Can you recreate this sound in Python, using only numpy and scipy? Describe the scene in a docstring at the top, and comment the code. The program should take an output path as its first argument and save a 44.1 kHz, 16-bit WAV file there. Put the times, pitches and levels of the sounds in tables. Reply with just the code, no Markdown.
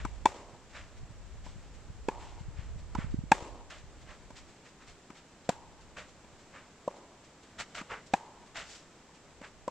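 """Tennis practice on outdoor clay

Rackets and the ground pop a hollow ball: short ringing tones, a deep thump and rasping noise.
Shoes scuff and slide in the grit, made of tiny random fractures with the weight coming on and off;
one foot thuds down, built like a bounce. Fences and trees throw back slaps and a soft noise tail.
Filtered noise and single pressure shoves make the breeze at the microphone, over a faint distant hush.
"""
import sys
import numpy as np
from scipy import signal
from scipy.fft import rfft, irfft
from scipy.io import wavfile
from scipy.ndimage import uniform_filter1d

SR = 44100
rng = np.random.default_rng(int(sys.argv[2]) if len(sys.argv) > 2 else 0)


def file_out(sig):
    """Save sig as 16-bit WAV at sys.argv[1]."""
    # one column per channel
    cols = np.atleast_2d(sig).T
    # limit, then scale
    lim = np.clip(cols, -1, 1)
    pcm = np.round(lim * 32767).astype(np.int16)
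    wavfile.write(sys.argv[1], SR, pcm)


N = 427769
T = np.arange(N) / SR  # time of every sample, s

# breeze: a trim on its level, and how much and how fast each side wavers on its own
BREEZE_TRIM_DB, BUFFET_DB, BUFFETS_PER_S = -1, 3, 16
# weaker eddies come at random, one in each gap, and grow with the breeze
EDDY_GAP_S, EDDY_OVER_BREEZE_DB, EDDY_HZ, EDDY_SIDE_DB = 0.35, 15, 105, 16

SLIDE_STOP = 1.44  # a braking sole dies away as exp(-(time / slide) ** this)
SETTLE_DB, SETTLE_T60_S = -28, 0.25  # faint longer fade of the disturbed clay
# centre of the crunch: it rises with the grit level, up to 0 dB
CRUNCH_HZ, CRUNCH_OCTAVES_PER_DB = 2140, 0.04
# light steps throughout
STEP_GAP_S, STEP_SCATTER_S, STEP_RISE_S, STEP_SLIDE_S = 0.34, 0.06, 0.023, 0.023
STEP_DB, STEP_GRIT_DB = -65, 1.5

SHELL_HZ, SHELL_T60_S = 942, 0.034  # T60: time to fade by 60 dB
# what all landings on clay share; dB count from the landing's level, the shell's from its pop
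LANDING_THUMP_HZ, LANDING_POP_HZ = 197, 928
LANDING_TONE_DB, LANDING_SHELL_DB, LANDING_OVERTONE_DB, LANDING_STRETCH = -4, -5.5, -13, 0.91
LANDING_CRACK_DB, LANDING_BUZZ_DB = -11.5, -21  # before the rasp's tone shaping
LANDING_BROAD_ECHO_DB, LANDING_SHELL_ECHO_DB = -14.5, -20.5

STROKE_PAN_DB = 1.1  # left minus right
# a punchy stroke pops the ball harder; thump and shell follow: dB at no punch, dB per dB of punch
THUMP_DB, THUMP_PER_PUNCH = -4.5, 0.59
SHELL_DB, SHELL_PER_PUNCH = -10.5, 0.7
# a shorter contact raises the pop; the thump rises with it (octaves per octave) and thins
POP_HZ, THUMP_HZ, THUMP_FOLLOWS, THUMP_DB_PER_OCTAVE = 888, 270, 2.5, -8.5
BUZZ_DB = -10  # counted from the treble
# a stroke with less treble than BRIGHT_DB also echoes duller
BRIGHT_DB, ECHO_EDGE_DB_PER_DB = -10, 0.4
GROUND_DELAY_S, GROUND_DB = 0.010, -19.5  # the nearest reflection


def undb(db):
    """Turn decibels into a plain gain."""
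    return 10 ** (np.asarray(db) / 20)


def unit(x):
    """Scale to an average strength (rms) of 1."""
    return x / np.sqrt(np.mean(x ** 2))


def burst(x, db):
    """Scale a short sound so that its energy, taken over 10 ms, gives this level."""
    return x * undb(db) / np.sqrt(np.sum(x ** 2) / (SR / 100))


def colour(x, points, scale=1):
    """Shape the tone through (Hz, dB) points with a filter that never sounds ahead of its input."""
    size = 8192
    hz, db = np.transpose(points)
    grid = np.maximum(np.fft.rfftfreq(size, 1 / SR), 1)
    gain_db = np.interp(np.log(grid), np.log(hz * scale), db)
    # folding the cepstrum (spectrum of the log gain) onto positive times removes any early sound
    cepstrum = irfft(np.log(undb(gain_db)))
    cepstrum[1:size // 2] *= 2
    cepstrum[size // 2 + 1:] = 0
    response = irfft(np.exp(rfft(cepstrum)))
    return signal.fftconvolve(x, response)[:len(x)]


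def pan(db):
    """Left and right gains for a left-minus-right level, at constant power."""
    gains = undb(np.array([[db], [-db]]) / 2)
    return unit(gains)


def spread(mid, side):
    """Make left and right from a shared part and an opposed part."""
    return np.array([mid + side, mid - side])


def add(out, s, x):
    """Mix x in at time s, in seconds."""
    i = int(s * SR)
    out[:, i:i + x.shape[-1]] += x[..., :N - i]


def walk(rate):
    """Wander smoothly: random levels held for 1 / rate seconds, then averaged twice."""
    k = int(SR / rate)
    steps = np.repeat(rng.standard_normal(N // k + 1), k)
    smooth = uniform_filter1d(uniform_filter1d(steps, k), k)
    return unit(smooth[:N])


def swell(t, rise, t60):
    """Rise with a rounded edge, then fade by 60 dB in t60 seconds."""
    attack = np.sin(np.pi / 2 * np.clip(t / rise, 0, 1)) ** 2
    return attack * np.exp(-np.log(1000) * np.maximum(t - rise, 0) / t60)


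def ring(t, hz, rise, t60):
    """A vibration that builds up during the contact and then dies."""
    return swell(t, rise, t60) * np.sin(2 * np.pi * hz * t)


def push(t, hz):
    """Pressure of one brief shove: a peak between two shallow troughs."""
    u = (np.pi * hz * t) ** 2
    return (1 - 2 * u) * np.exp(-u)


def breeze():
    """Turbulence rumbles separately on each side of the microphone; now and then an eddy thuds."""
    # strength of the breeze before the trim: t/s, level/dB
    strength = [(0.0, -39), (0.66, -60.5), (0.78, -50.5), (2.88, -43.5), (3.12, -33), (3.3, -47.5),
                (4.5, -59.5), (4.56, -74), (4.92, -62), (5.04, -82), (5.76, -57), (6.66, -74), (7.8, -87),
                (8.04, -70), (8.22, -80), (8.64, -60), (8.94, -79), (9.68, -61)]
    # tone of the rumble: f/Hz, level/dB
    rumble_tone = [(15, -7), (38, 0), (54, 1), (100, -7), (160, -17.5), (250, -30.5), (500, -41),
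                   (1500, -77.5)]
    # single eddies of the strongest gust: t/s, peak level over both sides/dB, f/Hz, left minus right/dB
    gust_eddies = [(2.487, -28, 96, 16), (2.594, -26.5, 87, 30), (2.988, -16.5, 160, -26),
                   (3.047, -24.5, 128, -24), (3.144, -16.5, 195, -24), (3.190, -24, 140, -28),
                   (3.239, -27, 168, -26)]
    db = np.interp(T, *np.transpose(strength)) + BREEZE_TRIM_DB
    sides = []
    for _ in range(2):
        rumble = unit(colour(rng.standard_normal(N), rumble_tone))
        sides.append(rumble * undb(db + BUFFET_DB * walk(BUFFETS_PER_S)))
    out = np.array(sides)

    half = 1 / 20  # s, half the length of one eddy
    t = T[:SR // 10] - half
    weak = []
    for start in np.arange(half, T[-1] - EDDY_GAP_S, EDDY_GAP_S):
        s = start + EDDY_GAP_S * rng.random()
        peak_db = np.interp(s, T, db) + EDDY_OVER_BREEZE_DB
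        weak.append((s, peak_db, EDDY_HZ, EDDY_SIDE_DB * rng.choice([-1, 1])))
    for s, peak_db, hz, side_db in gust_eddies + weak:
        add(out, s - half, push(t, hz) * undb(peak_db) * pan(side_db) / np.sqrt(2))
    return out


def hush():
    """Far leaves and traffic, alike in both ears and barely swelling, and an even wide hiss."""
    # tone of distant trees and traffic: f/Hz, level/dB
    far_tone = [(20, -2), (90, 0), (170, 2), (400, -1), (900, -5.5), (2000, -11), (4000, -17),
                (7000, -19.5), (15000, -19.5)]
    sway = undb(0.5 * walk(2) + 0.4 * walk(12))
    far = unit(colour(rng.standard_normal(N), far_tone)) * sway
    hiss = rng.standard_normal(N)
    return spread(undb(-57) * far, undb(-64) * hiss)


def grains(size, uneven_db):
    """Dense tiny fractures of unequal strength, on about a quarter of the samples."""
    strength = undb(uneven_db * np.minimum(rng.exponential(size=size), 3))
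    return rng.standard_normal(size) * strength * (rng.random(size) < 0.25)


def scuff(rise, slide, db, grit_db):
    """A sole crushes the clay as the weight comes on, sprays loose grit and brakes to a stop."""
    # clay crushed under a sole: f/multiple of the crunch centre, level/dB
    crunch_tone = [(.05, -7), (.22, -16), (.37, 0.5), (.5, -7), (.72, -1), (1.1, -0.5), (1.5, -3),
                   (2.2, -11), (4.5, -35)]
    # loose grains skittering: f/Hz, level/dB
    grit_tone = [(300, -37), (1500, -11), (3500, 5.5), (5500, 5.5), (7500, 2), (15000, -4.5)]
    t = T[:SR // 2]
    hz = CRUNCH_HZ * 2 ** (CRUNCH_OCTAVES_PER_DB * min(grit_db, 0))
    crunch = [unit(colour(grains(len(t), uneven_db=1.5), crunch_tone, hz)) for _ in range(2)]
    grit = [unit(colour(grains(len(t), uneven_db=1.5), grit_tone)) for _ in range(2)]
    # the sole catches and slips
    slips = undb(0.62 * unit(uniform_filter1d(rng.standard_normal(len(t)), size=200)))
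    braking = np.exp(-(np.maximum(t - rise, 0) / slide) ** SLIDE_STOP)
    weight = swell(t, rise, np.inf) * braking
    settling = undb(SETTLE_DB) * swell(t, rise, SETTLE_T60_S)
    crushed = spread(crunch[0], 0.12 * crunch[1])
    loose = undb(grit_db - 1.5) * spread(grit[0], 0.56 * grit[1])
    return undb(db) * (crushed + loose) * slips * np.hypot(weight, settling)


def surroundings(x):
    """Many weak reflections from fences and foliage build up slowly and fade, each band at its own pace."""
    # tail from fences and trees: f/Hz, level before the overall -36 dB/dB, fade by 60 dB/s
    tail = [(125, -9, 0.53), (257, 0, 1), (480, 0.5, 0.73), (970, -5, 1), (1730, 0, 0.28),
            (3670, 1.5, 0.65), (7370, 1.5, 0.49), (13050, -3, 0.52)]
    t = T[:SR]
    wet = np.zeros((2, SR))
    clusters = undb(2 * walk(rate=140)[:SR])  # reflections bunch unevenly
    for hz, db, t60 in tail:
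        edges = [hz * 0.7, min(hz * 1.42, SR * 0.45)]
        band = signal.butter(2, edges, "band", fs=SR, output="sos")
        mid, side = signal.sosfilt(band, rng.standard_normal((2, SR)) * clusters)
        width = min(0.054 + hz / 9000, 1)  # higher bands are wider
        near = swell(t - 0.01, rise=0.02, t60=t60)
        far = swell(t - 0.07, rise=0.061, t60=t60)
        wet += undb(db) * (near + 0.35 * far) * spread(mid, width * side)
    return signal.fftconvolve(x, wet * undb(-36), axes=1)[:, :N]


def footwork():
    """Scuffs and slides on the clay, with light steps at a loose pace throughout and a faint tail."""
    # shoes pushing off and sliding: t/s, rise/s, slide/s, level/dB,
    # loose grit from that level, before a shared -1.5 dB/dB
    slides = [ (0.000, 0.0018, 0.051, -50, -9.5), (0.715, 0.049, 0.067, -48, -9.5),
              (1.429, 0.029, .075, -60, 0.5), (2.191, 0.017, .15, -57.5, -3),
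              (2.550, 0.034, .08, -56.5, -9), (2.960, 0.04, 0.053, -45, -14.5),
              (3.696, 0.011, .062, -47, -6.5), (4.045, .067, 0.037, -52.5, -10),
              (4.345, 0.029, 0.035, -53.5, -1), (4.635, .027, 0.026, -58, -5),
              (4.785, .04, 0.031, -57.5, -9), (4.862, 0.023, 0.042, -56, -1.5),
              (5.130, .042, 0.034, -57, -4.5), (5.960, 0.018, 0.046, -43.5, -9.5),
              (6.516, 0.042, 0.059, -51, -15), (7.576, 0.031, 0.02, -36.5, -5.5),
              (7.743, 0.0087, 0.046, -43.5, -4), (7.759, 0.029, 0.024, -40.5, -10),
              (7.884, 0.037, 0.05, -39.5, -17.5), (8.058, 0.01, .02, -66.5, 9.5),
              (8.540, 0.031, .06, -40.5, -6), (8.600, 0.14, 0.06, -56, 5),
              (9.414, 0.034, 0.025, -47, -12.5), ]
    out = np.zeros((2, N))
    for s, *shape in slides:
        add(out, s, scuff(*shape))
    for s in np.arange(STEP_GAP_S, T[-1], STEP_GAP_S):
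        when = np.clip(s + STEP_SCATTER_S * rng.standard_normal(), 0, T[-1])
        add(out, when, scuff(STEP_RISE_S, STEP_SLIDE_S, STEP_DB, STEP_GRIT_DB))
    return out + undb(-20) * surroundings(out)


def pop(thump_db, thump_hz, tone_hz, tone_db, pop_hz, pop_db, shell_db, overtone_db, stretch,
        crack_db, buzz_db):
    """The contact thumps and cracks, a ball pops back into shape, and its shell rings on briefly."""
    # higher modes of the struck ball and strings: f before stretch/Hz, level among them/dB, fade by 60 dB/s
    overtones = [(1410, -2, 0.018), (1681, 4.5, 0.033), (1877, -3.5, 0.034), (2194, -5, 0.019),
                 (2525, 5, 0.016), (2860, -16.5, 0.021), (3750, -31, 0.012)]
    t = T[:SR // 8]
    # so small a body radiates little deep bass
    small_body = [(40, -30.5), (95, -14.5), (170, -2), (2000, 3)]
    thump = burst(colour(push(t - 0.0024, thump_hz), small_body), thump_db)
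    tone = -burst(ring(t, tone_hz, rise=0.002, t60=0.016), tone_db)
    ball = burst(ring(t - 0.0012, pop_hz, rise=0.00504, t60=0.014), pop_db)
    shell = burst(ring(t - 0.0072, SHELL_HZ, rise=0.0024, t60=SHELL_T60_S), shell_db)
    modes = sum(undb(db) * ring(t - 0.0007, hz * stretch, rise=0.0032, t60=t60)
                for hz, db, t60 in overtones)
    # felt grinds on strings or clay, and a fine buzz lingers after it
    crack = burst(swell(t, rise=0.0028, t60=0.014), crack_db)
    buzz = burst(swell(t, rise=0.0069, t60=0.22), buzz_db)
    rasp_tone = [(300, 9), (1500, 9.5), (3500, 3), (4600, 1), (7000, -0.5), (15000, 0)]
    rasp = [colour(rng.standard_normal(len(t)) * (crack + buzz), rasp_tone) for _ in range(2)]
    mid = thump + tone + ball + shell + burst(modes, overtone_db) + rasp[0]
    return spread(mid, undb(-6.5) * rasp[1])


def radiate(broad_db, shell_db, edge_db):
    """What leaves toward the fences: a broad smack, its top shifted by edge_db, and the shell's note."""
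    # tone of the smack, broader than on the way to the microphone: f/Hz, level/dB
    smack_tone = [(100, -18), (250, -2), (400, 0.5), (560, 1), (780, 1.5), (1050, 2), (1350, -7.5),
                  (1900, -10), (2500, -10.5), (3200, -19), (8000, -23.5), (15000, -25)]
    t = T[:SR // 8]
    smack = colour(signal.unit_impulse(len(t)), smack_tone)
    smack = colour(smack, [(1000, 0), (2000, edge_db)])
    shell = ring(t - 0.006, 0.957 * SHELL_HZ, rise=0.0031, t60=0.011)
    return burst(smack, broad_db) + burst(shell, shell_db)


def landings():
    """Each bounce on clay, and one footfall built the same way, as (s, sound, what the fences get)."""
    # the ball landing; the last row, 9.414, is a foot thudding down on the clay:
    # t/s, level/dB, contact tone f/Hz, punch (pop from the level)/dB, left minus right/dB
    impacts = [ (0.0495, -34.5, 1270, -3, 4.5), (1.462, -51, 600, 0.5, 0.5), (2.9498, -37.5, 1310, 3, -2),
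               (4.3040, -49, 610, -5.5, -1), (5.1020, -47, 1260, -9, 2), (6.244, -58, 600, -3, 1),
               (7.8130, -43, 1220, -9, 0.5), (9.0880, -64, 600, 6, 2), (9.414, -47.5, 514, -12, 0.5), ]
    for s, db, tone_hz, punch, pan_db in impacts:
        sound = pop(thump_db=0, thump_hz=LANDING_THUMP_HZ, tone_hz=tone_hz, tone_db=LANDING_TONE_DB,
                    pop_hz=LANDING_POP_HZ, pop_db=punch, shell_db=punch + LANDING_SHELL_DB,
                    overtone_db=LANDING_OVERTONE_DB, stretch=LANDING_STRETCH,
                    crack_db=LANDING_CRACK_DB, buzz_db=LANDING_BUZZ_DB)
        sent = radiate(LANDING_BROAD_ECHO_DB, LANDING_SHELL_ECHO_DB, edge_db=6)
        yield s, sound * undb(db) * pan(pan_db), sent * undb(db)


def strokes():
    """Each racket stroke, its parts balanced by punch and treble, as (s, sound, what the fences get)."""
    # racket strokes: t/s, level/dB, contact tone f/Hz, pop f/Hz, punch/dB, overtones/dB,
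    # overtone stretch/factor, treble before the rasp's tone shaping/dB, broad echo/dB, shell echo/dB;
    # every later dB counts from the level
    hits = [ (0.2548, -28, 623, 925, 12, -4, 1.387, -3.6, -8, -16.5),
            (2.0841, -30, 425, 911, -0.5, -10.5, 0.99, -14.5, -10.5, -8),
            (3.3160, -27, 665, 855, 12.5, 4.5, 0.975, -1.8, -5.5, -14),
            (5.4906, -26.5, 550, 716, -3.5, -17, 0.73, -7.5, -20.5, -16),
            (6.8769, -27, 552, 1020, -8.5, -45, 0.7, -26, -14, -35),
            (8.1356, -28.5, 606, 785, 7.5, -4.5, 0.985, -6.5, -17, -10.5),
            (9.6778, -30.5, 543, 1014, -4, -26, 1.16, -19, -20, -23), ]
    for s, db, tone_hz, pop_hz, punch, overtone_db, stretch, treble, broad_db, shell_db in hits:
        octaves = np.log2(pop_hz / POP_HZ)
        thump_db = THUMP_DB + THUMP_PER_PUNCH * punch + THUMP_DB_PER_OCTAVE * octaves
        thump_hz = THUMP_HZ * 2 ** (THUMP_FOLLOWS * octaves)
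        sound = pop(thump_db=thump_db, thump_hz=thump_hz, tone_hz=tone_hz, tone_db=0.5,
                    pop_hz=pop_hz, pop_db=punch, shell_db=SHELL_DB + SHELL_PER_PUNCH * punch,
                    overtone_db=overtone_db, stretch=stretch,
                    crack_db=treble, buzz_db=treble + BUZZ_DB)
        edge_db = ECHO_EDGE_DB_PER_DB * min(treble - BRIGHT_DB, 0)
        sent = radiate(broad_db, shell_db, edge_db)
        yield s, sound * undb(db) * pan(STROKE_PAN_DB), sent * undb(db)


def rally():
    """All landings and strokes, with a ground reflection, slaps from the fences and a soft tail."""
    # slaps from the fences: delay/s, level/dB
    slaps = [(0.0359, -11.5), (0.066, -15), (0.125, -30.5)]
    direct, sent = np.zeros((2, N)), np.zeros((2, N))
    for s, sound, radiated in [*landings(), *strokes()]:
        add(direct, s, sound)
        add(sent, s, radiated)
    out = direct + surroundings(sent)
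    add(out, GROUND_DELAY_S, direct * undb(GROUND_DB))
    for delay, db in slaps:
        add(out, delay, sent * undb(db))
    return out


def scene():
    """The court: breeze, distant hush, shoes and ball together."""
    return breeze() + hush() + footwork() + rally()


def record(dry):
    """A small microphone with a treble peak, a fall above it and a steep cut at the very top."""
    # microphone response: f/Hz, level/dB
    response = [(20, 0), (5000, 0), (6800, 1.5), (7600, 5), (8100, -2.5), (8700, -8), (10000, -17.5),
                (12000, -23), (15000, -26)]
    top_hz = 15300
    coloured = np.array([colour(channel, response) for channel in dry])
    steep_cut = signal.ellip(8, 0.2, 70, top_hz, fs=SR, output="sos")
    return signal.sosfilt(steep_cut, coloured)


dry = scene()
out = record(dry)
file_out(out)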